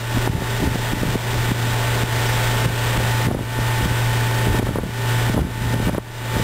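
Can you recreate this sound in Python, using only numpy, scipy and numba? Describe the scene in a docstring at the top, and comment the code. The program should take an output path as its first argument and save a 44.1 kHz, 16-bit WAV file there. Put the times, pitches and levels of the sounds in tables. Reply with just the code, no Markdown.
"""An outdoor air conditioner condenser runs, heard from just above its fan grille.
The compressor hums and rings its shell, the motor buzzes, the fan blades chop a steady rush of air.
Gusts rumble and thump on the microphone, and the camera's limiter ducks the machine after each
strong one. Coarse sampling lays a gritty treble over it all."""
import sys
import numpy as np
from scipy import signal
from scipy.fft import rfft, irfft
from scipy.io import wavfile
from numba import njit

SR = 44100
rng = np.random.default_rng(int(sys.argv[2]) if len(sys.argv) > 2 else 0)


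def to_wav(s):
    """Save 16-bit WAV."""
    ch = np.atleast_2d(s).T  # columns
    pcm = np.round(np.clip(ch, -1, 1) * 32767)  # PCM
    wavfile.write(sys.argv[1], SR, pcm.astype(np.int16))


N = 283563
TIME = np.arange(N) / SR


def undb(db):
    """Decibels to gain."""
    return 10 ** (np.asarray(db) / 20)


def unit(x):
    """Scale to rms 1."""
    return x / np.sqrt(np.mean(x ** 2))


def shape(spectrum, hz):
    """Gain of a (Hz, dB) spectrum at the given frequencies."""
    points, db = np.transpose(spectrum)
    return undb(np.interp(np.log(hz + 1e-9), np.log(points), db))


def noise(spectrum):
    """Noise of a given colour, rms 1."""
    hz = np.arange(N // 2 + 1) * SR / N
    return unit(irfft(rfft(rng.standard_normal(N)) * shape(spectrum, hz), N))


def walk(rate):
    """Random modulation with `rate` new values a second; spread near 1."""
    knots = rng.standard_normal(2048)
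    return 1.158 * np.interp(TIME * rate, np.arange(len(knots)), knots)


def rotation(hz, wander):
    """Angle of a rotation whose speed drifts by about the fraction `wander`."""
    return 2 * np.pi * np.cumsum(hz * (1 + wander * walk(3.026))) / SR


def cycle(angle, orders, gains, size=8192):
    """One cycle of vibration, built from its partials and looped as the angle turns."""
    partials = np.zeros(size // 2 + 1, complex)
    partials[np.rint(orders).astype(int)] = gains * np.exp(2j * np.pi * rng.random(len(gains)))
    wave = irfft(partials) * size / np.sqrt(2)
    position = angle / (2 * np.pi) % 1 * size
    return np.interp(position, np.arange(size + 1), np.append(wave, wave[0]))


def tones(angle, table, waver_db, count=5):
    """Partials of a rotating part; interleaved groups swell and fade on their own in the moving air."""
    groups = [np.transpose(table[k::count]) for k in range(count)]
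    return sum(cycle(angle, orders, undb(db)) * undb(waver_db * walk(9)) for orders, db in groups)


# Gusts at the microphone. Each row: start of the crest in seconds, hold in seconds, strength in dB.
GUSTS = [(0.161, .01, -18), (0.304, 0.086, -19), (0.628, 0.044, -13.5), (0.936, .21, -21.5),
         (1.35, .02, -22), (1.498, 0.014, -21), (2.662, .02, -15.5), (2.968, 0.018, -16.5),
         (3.29, .1, -9.5), (3.575, .02, -19), (3.824, .05, -15), (4.474, 0.09, -14), (4.624, 0.23, -13),
         (5.364, 0.062, -5.5), (5.59, .07, -19.5), (5.737, 0.069, -15.5), (5.87, .11, -13.5),
         (6.37, .07, -16)]

def wind_strength(rise_s=0.017, fall_s=0.044, breeze_db=-31):
    """The wind's envelope: each gust swells, holds and dies away over a faint breeze."""
    power = undb(breeze_db) ** 2
    for start, hold, db in GUSTS:
        swell = np.exp(np.minimum(TIME - start, 0) / rise_s)
        fade = np.exp(-np.maximum(TIME - start - hold, 0) / fall_s)
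        power = power + (undb(db) * swell * fade) ** 2
    return np.sqrt(power)


# The colour of turbulence on the microphone. Each row: frequency in Hz, relative level in dB.
RUMBLE_SPECTRUM = [(15, -37), (30, 0), (60, 10), (150, 2), (280, -2.5), (500, -14.5), (900, -18),
                   (1600, -27.5), (4000, -45)]

def turbulence(wind, gain_db=-3.0, patchy_db=3.0, crest=2.6):
    """Patchy low rumble on the microphone that rides the gusts; its peaks are blunt."""
    rumble = noise(RUMBLE_SPECTRUM) * undb(patchy_db * walk(70))
    return crest * np.tanh(rumble / crest) * wind * undb(gain_db)


def eddies(wind, per_s=26, over_wind_db=8.5, scatter_db=3, width_s=.0013, spread_oct=1.0, count=400):
    """Lesser eddies arrive at random, scaled by the wind that carries them; rows for buffets()."""
    jitter, size, breadth = rng.uniform(-1, 1, (count, 3)).T
    times = (np.arange(count) + .5 + jitter / 2) / per_s
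    db = 20 * np.log10(np.interp(times, TIME, wind)) + over_wind_db + scatter_db * size
    widths = width_s * 2 ** (spread_oct * breadth)
    return np.column_stack([times, db, widths])[times < TIME[-1]]


# The hardest eddies to hit the microphone. Each row: time in seconds, level in dB, width in seconds.
HARD_EDDIES = [(.276, 4, .00043), (.3, -2, .002), (.352, -2, 0.003), (.422, -7, 0.00065),
               (.758, -2.5, 0.00078), (.935, -0.5, 0.0021), (1.034, -2, 0.00085), (1.158, -1.5, 0.0012),
               (1.52, -3, 0.0017), (2.036, -5, 0.002), (2.665, -1, 0.0019), (3.273, 1, 0.0013),
               (3.287, 4, .001), (3.314, 6.5, 0.00065), (3.35, 8, 0.0007), (3.392, -1.5, .0005),
               (4.598, 3, 0.0007), (4.629, -1, 0.00054), (4.669, -3, .0004), (4.692, 1, 0.00043),
               (4.759, 4.5, 0.0005), (4.787, 8.5, 0.00055), (4.837, 3, 0.0011), (5.3, -2.5, .0012),
               (5.347, 1, .00092), (5.392, 3.5, 0.00062), (5.744, -2, 0.00092), (5.896, 3.5, 0.00052),
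               (5.95, 3, 0.00049), (5.983, 12, 0.00058)]

def buffets(lesser_eddies, lead_s=0.0021, trail_s=0.00294, swirl=0.39, swirl_width=0.67):
    """Each eddy thumps: a pressure spike with shallow rebounds, between two smaller, sharper swirls."""
    out = np.zeros(N)
    for at, db, width in [*HARD_EDDIES, *lesser_eddies]:
        polarity, before, after = rng.uniform(-1.02, 1, 3)
        near = slice(*np.searchsorted(TIME, [at - .03, at + .03]))
        spikes = [(0, 1, width),
                  (-lead_s * (1 + before / 2), -swirl, width * swirl_width),
                  (trail_s * (1 + after / 2), -swirl, width * swirl_width)]
        for lag, size, spike_width in spikes:
            spike = 1 / (1 - 1j * (TIME[near] - at - lag) / spike_width) ** 2
            out[near] += np.sign(polarity) * size * undb(db) * spike.real
    return out


# The motor's magnetic buzz. Each row: multiple of the mains rate, level in dB.
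MOTOR_PARTIALS = [(8, -59), (9, -53.5), (10, -47), (16, -43.5), (19, -74), (23, -50), (29, -47), (31, -47),
                  (33, -45), (34, -53), (35, -52), (56, -53), (58, -63), (60, -52.5), (62, -49.5),
                  (63, -54), (64, -54.5)]

def motor(mains_hz=60):
    """Steady magnetic buzz locked to the mains."""
    return tones(rotation(mains_hz, wander=0), MOTOR_PARTIALS, waver_db=-1.5)


# The colour of air rushing through coil and grille. Each row: frequency in Hz, relative level in dB.
AIR_SPECTRUM = [(20, 2), (35, 0.5), (80, -2), (180, -10), (400, -5.5), (800, -6), (1200, -9), (1900, -8.5),
                (2500, -11.5), (3400, -11), (4000, -15), (4600, -16.5), (5500, -16.5), (6000, -62)]
# The drone of the blades. Each row: multiple of the blade rate, level in dB.
BLADE_PARTIALS = [(1, -36), (3, -57), (6, -46.5), (8, -47.5), (9, -45), (11, -49), (12, -56), (13, -45.5),
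                  (14, -41.5), (15, -44), (17, -52.5), (18, -49), (19, -65), (20, -68), (21, -61),
                  (22, -48.5)]

def fan(air_db, blade_hz=28.35, blades=3, chop=0.12, wobble=0.046, flutter_db=-0.5):
    """The rush of air pulses with each passing blade and once a turn, over low blade tones."""
    angle = rotation(blade_hz, wander=0.00152)
    pulsing = 1 + chop * np.sin(angle) + wobble * np.sin(angle / blades)
    rush = noise(AIR_SPECTRUM) * pulsing * undb(air_db + flutter_db * walk(11))
    return rush + tones(angle, BLADE_PARTIALS, waver_db=3.0)


# The compressor's hum, then its shell's ring. Each row: multiple of the shaft rate, level in dB.
COMPRESSOR_PARTIALS = [(2, -21.5), (15, -35), (17, -48.5), (19, -49), (20, -47), (23, -49), (24, -48.5),
                       (25, -41.5), (26, -40.5), (27, -53.5), (30, -46.5), (31, -38.5), (32, -46.5),
                       (33, -64), (34, -51.5), (35, -56.5), (37, -57), (38, -63), (39, -46.5), (41, -48.5),
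                       (42, -54), (43, -51), (44, -52.5), (49, -47.5), (50, -49), (52, -51), (53, -51),
                       (55, -55), (56, -63), (60, -67)]

def compressor(swell_db, shaft_hz=58.645, hum_trim_db=-.5, rattle_db=-38, scatter_db=3):
    """A deep hum at twice the shaft rate, a ringing shell, and a fine rattle that repeats every turn."""
    angle = rotation(shaft_hz, wander=0.00022)
    (hum_order, hum_db), *shell = COMPRESSOR_PARTIALS
    hum_gain = undb(hum_db + hum_trim_db + swell_db + .5 * walk(6.9))
    hum = np.sqrt(2) * hum_gain * np.sin(round(hum_order) * angle)
    # The rattle fills the harmonics that the shell leaves free.
    orders = np.setdiff1d(np.arange(18, 90), np.rint(np.transpose(shell)[0]))
    scatter = undb(scatter_db * rng.standard_normal(len(orders)))
    gains = shape(AIR_SPECTRUM, orders * shaft_hz) * np.sqrt(orders) * scatter
    rattle = undb(rattle_db) * unit(cycle(angle, orders, gains))
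    ring = undb(swell_db) * tones(angle, shell, waver_db=1.56)
    return hum + ring + rattle


# The machine's slow drift. Each row: time in seconds, air rush level in dB, hum and ring gain in dB.
LEVEL_DRIFT = [(0, -26.5, 0), (.8, -27, -2.5), (1.5, -25, 0.5), (2.3, -22.5, 1.5), (3.2, -24.5, 2.5),
               (4.2, -25.5, 2), (5.2, -25, 3), (5.8, -29, -1.5), (6.43, -27.5, 0.5)]

def condenser():
    """Compressor, motor and fan run together while hum, ring and rush slowly swell and ease."""
    times, *levels = np.transpose(LEVEL_DRIFT)
    air_db, swell_db = [np.interp(TIME, times, db) for db in levels]
    return compressor(swell_db) + motor() + fan(air_db)


def scene():
    """The machine and the wind at one microphone."""
    wind = wind_strength()
    return (condenser() + turbulence(wind) + buffets(eddies(wind)))[None]


@njit
def follow_peaks(x, attack, release, level):
    """Envelope that jumps up with each peak and sinks slowly."""
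    out = np.empty(len(x))
    for i in range(len(x)):
        level += (abs(x[i]) - level) * attack if abs(x[i]) > level else -level * release
        out[i] = level
    return out


def limiter(x, ceiling_db=-9.0, attack_s=0.00063, release_s=0.2, start_db=-2):
    """Ducks everything at a peak and recovers slowly; it opens already ducked, as after a gust."""
    attack = 1 - np.exp(-1 / (attack_s * SR))
    envelope = follow_peaks(x, attack, 1 / (release_s * SR), float(undb(start_db)))
    return x * np.minimum(1, undb(ceiling_db) / envelope)


def record(dry, clip_level=0.39, low_cut_hz=20, high_cut_hz=15650, hold_samples=4):
    """The camera limits and rounds the peaks, then samples coarsely."""
    limited = clip_level * np.tanh(limiter(dry[0]) / clip_level)
    coupled = signal.sosfilt(signal.butter(2, low_cut_hz, "high", fs=SR, output="sos"), limited)
    # Holding each value mirrors the sound into a gritty treble.
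    held = np.repeat(coupled[::hold_samples], hold_samples)[:N]
    return signal.sosfilt(signal.ellip(12, .2, 90, high_cut_hz, fs=SR, output="sos"), held)[None]


dry = scene()
out = record(dry)
to_wav(out)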